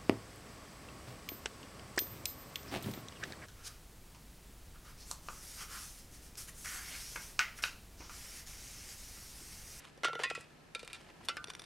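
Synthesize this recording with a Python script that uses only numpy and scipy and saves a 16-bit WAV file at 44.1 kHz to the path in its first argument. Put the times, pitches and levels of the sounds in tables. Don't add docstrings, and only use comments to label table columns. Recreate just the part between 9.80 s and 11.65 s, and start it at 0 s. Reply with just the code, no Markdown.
import sys
import numpy as np
from scipy import signal
from scipy.fft import rfft, irfft, next_fast_len
from scipy.io import wavfile
from scipy.ndimage import map_coordinates

SR = 44100
rng = np.random.default_rng(int(sys.argv[2]) if len(sys.argv) > 2 else 0)


def put_to_file(sound):
    columns = np.atleast_2d(sound).T
    safe = np.clip(columns, -1, 1)
    whole_steps = np.round(safe * 32767)
    wavfile.write(sys.argv[1], SR, whole_steps.astype(np.int16))


N = 81585
T = np.arange(SR // 2) / SR


def amp(db):
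    return 10 ** (np.asarray(db) / 20)


def unit(x):
    return x / np.sqrt(np.mean(x ** 2) + 1e-20)


def along(points, hz):
    point_hz, values = np.transpose(points)
    return np.interp(np.log(hz + 1), np.log(point_hz + 1), values)


def over_time(points):
    return np.interp(np.arange(N) / SR, *np.transpose(points))


def wobble(rate, size):
    knots = rng.standard_normal(size // 20)
    return map_coordinates(knots, [np.arange(size) * rate / SR], mode="wrap")


def filtered(x, response):
    size = x.shape[-1]
    padded = next_fast_len(size + SR // 4)
    spectrum = rfft(x, padded) * response(np.fft.rfftfreq(padded, 1 / SR))
    return irfft(spectrum, padded)[..., :size]


def noise(spectrum, size, tilt_db=0):
    def response(hz):
        return amp(along(spectrum, hz) + tilt_db * np.log2(np.maximum(hz, 500)))
    return unit(filtered(rng.standard_normal(size), response))


def fade(t60):
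    return np.exp(-np.log(1000) * T / t60)


def fade_by_band(x, life, scale=1):
    hz, t, bands = signal.stft(x, SR, nperseg=128)
    t60 = scale * along(life, hz)[:, None]
    return signal.istft(bands * np.exp(-np.log(1000) * t / t60), SR, nperseg=128)[1][:len(x)]


def tone(hz):
    return np.sin(2 * np.pi * (hz * T + rng.random()))


def add(track, s, sound):
    part = track[round(s * SR):][:len(sound)]
    part += sound[:len(part)]


# (time [s], level [dB])
RUSTLE_LEVEL = [(0, -57.5), (0.059, -57), (.11, -65), (.22, -70.5), (.4, -63), (.6, -59), (.75, -73.5),
                (.92, -71), (1.15, -59), (1.33, -74), (1.46, -61.5), (1.62, -69.5), (1.85, -63.5)]
# (frequency [Hz], level [dB])
LEAF_SPECTRUM = [(200, -50), (600, -1.5), (1400, 2.5), (3000, 2), (6000, -9), (9000, -9), (12000, -20.5),
                 (15000, -43)]


def leaves(grain_db=4, clump_db=2.5):
    grain = grain_db * wobble(900, size=N)
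    clumps = clump_db * wobble(60.33, size=N)
    crackle = unit(noise(LEAF_SPECTRUM, N) * amp(grain + clumps))
    return amp(over_time(RUSTLE_LEVEL)) * crackle


# (frequency [Hz], level [dB])
AIR_SPECTRUM = [(15, -60), (25, -2), (318, -5), (558, -8), (1030, -12.5), (1180, -18), (1310, -9.5),
                (1460, -19), (1720, -9.5), (1910, -17), (2500, -16), (3350, -23.5), (4150, -21.5),
                (15000, -34.5)]
# (frequency [Hz], correlation)
AIR_LIKENESS = [(30, 0.13), (100, 0.99), (400, 0.23), (1500, 0.25), (5000, 0.42), (12000, 0.15)]
# (time [s], level [dB])
AIR_CHANGE = [(0, -0.5), (.9, -0.5), (1.35, 1.5), (1.85, 1)]
# (time [s], level [dB])
HUM_LEVEL = [(0, -75.5), (.3, -65), (.75, -68.5), (.95, -77), (1.85, -70)]
AIR_DB, HUM_HZ = -59, 150.5


def air():
    def angle(hz):
        return np.arccos(np.clip(along(AIR_LIKENESS, hz), -1, 1)) / 2
    mid = filtered(noise(AIR_SPECTRUM, N), lambda hz: np.cos(angle(hz)))
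    side = filtered(noise(AIR_SPECTRUM, N), lambda hz: np.sin(angle(hz)))
    background = amp(AIR_DB + over_time(AIR_CHANGE)) * np.array([mid + side, mid - side])
    waver = 0.76 * wobble(5.96, size=N)
    hum = unit(np.sin(2 * np.pi * HUM_HZ * np.arange(N) / SR + waver))
    return background + amp(over_time(HUM_LEVEL)) * hum


# (time [s], level [dB], t60 [s], tilt [dB per octave])
TICK_EVENTS = [(0.176, -56, 0.02, 4), (0.9496, -35, 0.0093, 5), (1.1313, -37, 0.0086, 23),
               (1.4863, -26, 0.0054, 5.5), (1.6427, -32, 0.014, -0.5), (1.6730, -43.5, 0.025, -7),
               (1.683, -44.5, 0.027, -4), (1.702, -34, 0.021, -4), (1.7357, -45, 0.028, -2.5),
               (1.7507, -35.5, 0.015, -0.5), (1.7951, -38, 0.029, 0), (1.8190, -42, 0.02, -1),
               (1.8402, -45.5, 0.028, -1)]
# (frequency [Hz], relative level [dB])
TICK_PARTIALS = [(2400, -8), (3570, 4), (4700, -3.5), (5720, 2.5), (8750, -3), (9400, -4), (10300, -13),
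                 (12700, -21)]
# (frequency [Hz], level [dB])
TICK_SPECTRUM = [(80, -11), (300, -7), (1000, 3), (3500, 1.5), (6000, 3.5), (7300, -23), (9300, -1.5),
                 (11500, -15.5), (15000, -36)]
TICK_RING_DB, TICK_NOISE_DB = -4.5, -5


def ticks():
    out = np.zeros(N)
    for s, db, t60, tilt_db in TICK_EVENTS:
        ring = 0
        for hz, level_db in TICK_PARTIALS:
            gain = amp(level_db + rng.normal(0, 2.6) + tilt_db * np.log2(hz))
            ring = ring + gain * tone(hz * (1 + 0.0053 * rng.normal()))
        hiss = noise(TICK_SPECTRUM, len(T), tilt_db)
        contact = amp(TICK_RING_DB) * unit(ring) + amp(TICK_NOISE_DB) * hiss
        add(out, s, amp(db) * fade(t60) * contact)
    return out


# (time [s], level [dB], body t60 [s], body pitch [Hz], hard contact over the body [dB])
THUD_EVENTS = [(.1775, -48, 0.028, 550, -3), (0.2346, -36, 0.018, 564, 3), (0.2477, -30.5, 0.019, 616, -3),
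               (.2512, -34.5, 0.021, 520, 3), (.2840, -38.5, .03, 470, 5), (0.297, -39, 0.033, 520, -4),
               (.3322, -40.5, 0.054, 450, 6), (0.3554, -37, 0.046, 472, -0.5),
               (.3930, -38, 0.013, 523, 5.5), (0.398, -31, 0.034, 452, 0), (0.42, -43.5, 0.073, 513, -8),
               (.4585, -40.5, 0.029, 490, -21), (.5120, -32.5, 0.022, 462, -2.5),
               (0.577, -37.5, 0.027, 472, -5.5), (0.9561, -37, 0.022, 490, -7.5),
               (1.031, -38, 0.026, 477, -22), (1.492, -42.5, 0.012, 526, 5),
               (1.6830, -41.5, 0.025, 426, -18)]
# (multiple of the body pitch, relative level [dB])
BODY_MODES = [(.78, -11), (0.999, 6), (1.22, -8.5), (1.7, -22)]
# (frequency [Hz], level [dB])
SOIL_SPECTRUM = [(40, -37), (200, -17), (480, -2), (850, 3.5), (1500, -5), (3000, -11), (8000, -60)]
THUD_ATTACK_S, CONTACT_T60_S = 0.0012, 0.015


def thuds():
    out = np.zeros(N)
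    for s, db, t60, hz, hard_db in THUD_EVENTS:
        body = unit(sum(amp(level_db) * np.sin(2 * np.pi * hz * ratio * T)
                        for ratio, level_db in BODY_MODES))
        body = body * fade(t60) * (1 - np.exp(-T / THUD_ATTACK_S))
        contact = noise(SOIL_SPECTRUM, len(T)) * fade(CONTACT_T60_S)
        add(out, s, amp(db) * (body + amp(hard_db) * contact))
    return out


SETTLE_S = 0.029
RING_ROUGH = 0.36


def mode(hz, db, t60, bend_hz, rise_s):
    cycles = hz * T + bend_hz * SETTLE_S * (1 - np.exp(-T / SETTLE_S))
    swell = 1 - np.exp(-T / rise_s)
    roughness = 1 + RING_ROUGH * wobble(159, size=len(T))
    return amp(db) * fade(t60) * swell * roughness * np.sin(2 * np.pi * cycles)


SHELL_MODES = { "wall": [(1150, -1, 0.025, 0, 0.00066), (1346, -2, 0.38, 27, 0.0012),
               (1414, 1, 0.29, -4.5, 0.0012), (1744, -17, 0.17, -12, 0.0023), (1837, -3, 0.1, 209, 0.00081),
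               (2160, -9.5, 0.2, 10, 0.0013), (2736, -18.5, 0.41, -5, 0.00076),
               (2630, -26, 0.23, 120, .001), (2826, -19, 0.21, 7, .001), (3014, -7, 0.087, -11, 0.00064),
               (3520, -11.5, 0.15, -8, 0.0007), (4250, -13, .1, -6, .001), (5730, -12, 0.087, 6, .001),
               (6110, -15.5, 0.085, 6, 0.0012)], "rim": [(1097, -2.5, 0.11, -61, 0.0012),
               (1405, -12.5, 0.22, 6, 0.0034), (1871, -3, 0.14, -120, 0.0012),
               (2044, 4.5, 0.14, -230, 0.00049), (2110, -12, 0.19, 47, .001),
               (2450, -1.5, 0.26, 208.5, 0.024), (2690, -6, 0.13, 1, .002), (3050, -12, 0.047, 4, .001),
               (3466, -14, 0.16, 14, .001), (3900, -8.5, .07, 9, 0.0011), (4800, -10, 0.12, -4, 0.0013),
               (6630, -5.5, 0.042, 6, 0.00072)], "shoulder": [(1110, -10, 0.17, 8, 0.0024),
               (1353, 2, 0.12, -5, 0.00065), (1894, 4, 0.079, 67, 0.00066), (2510, 1.5, 0.17, 43, 0.0016),
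               (2725, -18, 0.33, -1, 0.00092), (3260, -25, .14, -6, .001), (4980, -15.5, 0.19, 9, .001),
               (7300, -17, 0.098, -8, .001)], "base": [(1376, -3.5, 0.15, -27, 0.0033),
               (1690, -20, .2, 0, .003), (2190, -7.5, 0.065, 5, .001), (2366, 5, 0.063, 50, 0.00018),
               (2746, 1.5, 0.039, 2, 0.00043), (3660, 1, 0.049, 0, 0.00045), (3610, -16, 0.15, 4, .0005),
               (3840, -1.5, 0.044, -7, 0.00031), (4400, -5, 0.062, -18, 0.00035),
               (4810, -8, 0.078, -15, 0.00044), (8750, -9, 0.033, 5, .0003), (9160, -13, .03, 0, .0003)],
               "seam": [(980, 0, 0.044, 0, 0.00068), (1160, -12, 0.19, 0, .01), (1402, 11, 0.12, -82, .025),
               (1491, -3, 0.13, 6, 0.0027), (2090, -11, 0.2, -97, 0.014), (2470, -2.5, .07, 2, 0.0038),
               (2640, -3, 0.12, 3, 0.007), (3020, 0, 0.11, -230, 0.0098), (3540, 11.5, 0.027, 0, 0.00018),
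               (4398, 6, 0.023, 0, 0.00027), (4680, -11, 0.14, 2, .001), (5530, -0.5, 0.067, 0, 0.00059),
               (9400, -15, 0.048, 0, .0003), (9250, -5.5, .035, 0, .0003)],
               "neighbour": [(1215, -7, 0.31, -35, 0.0027), (1405, -9, 0.53, -35, 0.0027),
               (1532, -0.5, 0.22, -54, 0.00074), (1763, 6, 0.034, -6, 0.00074), (2137, -1.5, .05, 0, .0005),
               (2440, -5, 0.058, -2, .0005), (2800, -12.5, 0.13, -80, .002), (4830, -12, 0.085, 6, 0.00083),
               (5100, -3.5, 0.039, 0, .0005)], }
# (time [s], place struck, ring level [dB], clash level [dB],
# clash t60 before band share [s], clash and crack tilt [dB per octave], crack over the clash [dB])
CLINK_EVENTS = [ (0.2343, "wall", -34, -38.5, 0.055, -0.5, 5),
                (0.2448, "wall", -31.5, -28.5, 0.092, -0.5, -8), (0.251, "wall", -41, -27, 0.019, -6.5, -1),
                (0.2833, "wall", -43.5, -45.5, 0.061, -3, -3), (0.3317, "wall", -47.5, -40.5, 0.02, -2, 2),
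                (0.353, "wall", -46.5, -38.5, 0.023, -3.5, 2), (.4350, "rim", -30.5, -33, 0.075, 2.5, -4),
                (.4405, "rim", -48, -34, 0.052, -1.5, -11), (0.5005, "shoulder", -40, -37, 0.044, 2, -4),
                (.5060, "shoulder", -64, -38, 0.042, -4.5, -10),
                (.5500, "shoulder", -42.5, -41.5, 0.062, 3, -3),
                (0.608, "shoulder", -56.5, -51, .06, 10.5, -1), (0.9493, "base", -39, -44.5, 0.068, 2.5, 5),
                (0.9935, "base", -49.5, -49, 0.08, 3.5, 6), (1.0298, "base", -55.5, -49, 0.037, 2, 0),
                (1.0475, "base", -60, -55.5, 0.075, 9, -2), (1.0771, "base", -54.5, -47, .02, 4.5, 11),
                (1.0994, "base", -57, -54, 0.15, -1.5, 2), (1.1311, "base", -46.5, -51, 0.096, 6.5, 12),
                (1.1456, "base", -52.5, -51.5, 0.11, 3.5, 7), (1.4858, "seam", -36.5, -36, .04, 1.5, 6.5),
                (1.4925, "seam", -56, -36, 0.068, -0.5, -1),
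                (1.569, "neighbour", -40, -40.5, 0.048, -1.5, 9.5),
                (1.7022, "neighbour", -57, -46, .03, 2.5, 3), ]
# (frequency [Hz], level [dB])
CLASH_SPECTRUM = [(50, -33), (200, -15), (500, -7), (850, -3.5), (1400, 3.5), (2500, 1.5), (4000, -2),
                  (6000, -11), (9000, -10), (11500, -24.5), (15000, -30)]
# (frequency [Hz], share of the t60)
CLASH_SHARE = [(300, 1.7), (1200, 0.61), (3000, 1.56), (6000, 1.18), (12000, 0.44)]
CRACK_T60_S = 0.004


def clinks():
    out = np.zeros(N)
    for s, place, ring_db, clash_db, t60, tilt_db, crack_db in CLINK_EVENTS:
        ring = sum((-1) ** k * mode(*row) for k, row in enumerate(SHELL_MODES[place]))
        clash = fade_by_band(noise(CLASH_SPECTRUM, len(T), tilt_db), CLASH_SHARE, t60)
        crack = amp(crack_db) * fade(CRACK_T60_S) * noise(CLASH_SPECTRUM, len(T), tilt_db)
        add(out, s, amp(ring_db) * ring + amp(clash_db) * (clash + crack))
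    return out


# (start [s], length before the fall [s], level [dB], tilt [dB per octave])
SCRAPE_EVENTS = [(0.391, 0.037, -42, 1), (1.265, 0.0032, -51.5, -3.5), (1.285, .018, -54.5, 0.5),
                 (1.403, 0.008, -53, -8), (1.448, 0.012, -54, 12.5), (1.691, 0.016, -49.5, 5)]
# (frequency [Hz], level [dB])
SCRAPE_SPECTRUM = [(200, -27), (700, 5.5), (1500, 3.5), (2800, 1.5), (5000, -9), (9000, -19), (15000, -34)]
SCRAPE_RISE_S, SCRAPE_FALL_S = 0.0044, 0.015


def scrapes(grain_db=3):
    out = np.zeros(N)
    for s, length, db, tilt_db in SCRAPE_EVENTS:
        corners = [0, SCRAPE_RISE_S, max(length, SCRAPE_RISE_S), length + SCRAPE_FALL_S]
        shape = np.interp(T, corners, [0.43, 0.87, 0.64, 0.026])
        grain = amp(grain_db * wobble(600, size=len(T)))
        grit = unit(noise(SCRAPE_SPECTRUM, len(T), tilt_db) * grain)
        add(out, s, amp(db) * shape * grit)
    return out


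LOW_CUT_HZ = 240


def radiate(sound):
    def response(hz):
        s = 1j * hz / LOW_CUT_HZ
        return s ** 2 / (1 + np.sqrt(2) * s + s ** 2)
    return filtered(sound, response)


# (frequency [Hz], left minus right [dB])
PORT_LEAN = [(500, 1.6), (2000, -1.5), (5000, 0.4), (7000, 2), (9500, 4.5), (13000, 5.5)]
# (frequency [Hz], left lead [rad])
PORT_LEAD = [(9800, 0), (11000, -.55), (13000, -1.6)]


def two_ports(sound):
    sides = np.array([[0.5], [-0.5]])
    return filtered(sound, lambda hz: amp(sides * along(PORT_LEAN, hz))
                    * np.exp(1j * sides * along(PORT_LEAD, hz)))


# (frequency [Hz], t60 [s])
TREE_DECAY = [(200, 0.68), (1500, 0.23), (4000, 0.32), (12000, 0.6)]
YARD_DB = -27.5


def tree_echo(sound):
    tails = [fade_by_band(rng.standard_normal(len(T)), TREE_DECAY) for _ in range(2)]
    echo = [signal.fftconvolve(sound, tail / np.linalg.norm(tail))[:N] for tail in tails]
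    return amp(YARD_DB) * np.array(echo)


def scene():
    sources = radiate(leaves() + ticks() + thuds() + clinks() + scrapes())
    return two_ports(sources) + tree_echo(sources) + air()


# (frequency [Hz], gain [dB])
TREBLE_ROLL = [(12500, -0.5), (13800, -2), (14500, -19), (15200, -24)]
TOP_HZ = 15200


def record(dry):
    return filtered(dry, lambda hz: amp(along(TREBLE_ROLL, hz)) * (hz < TOP_HZ))


dry = scene()
out = record(dry)
put_to_file(out)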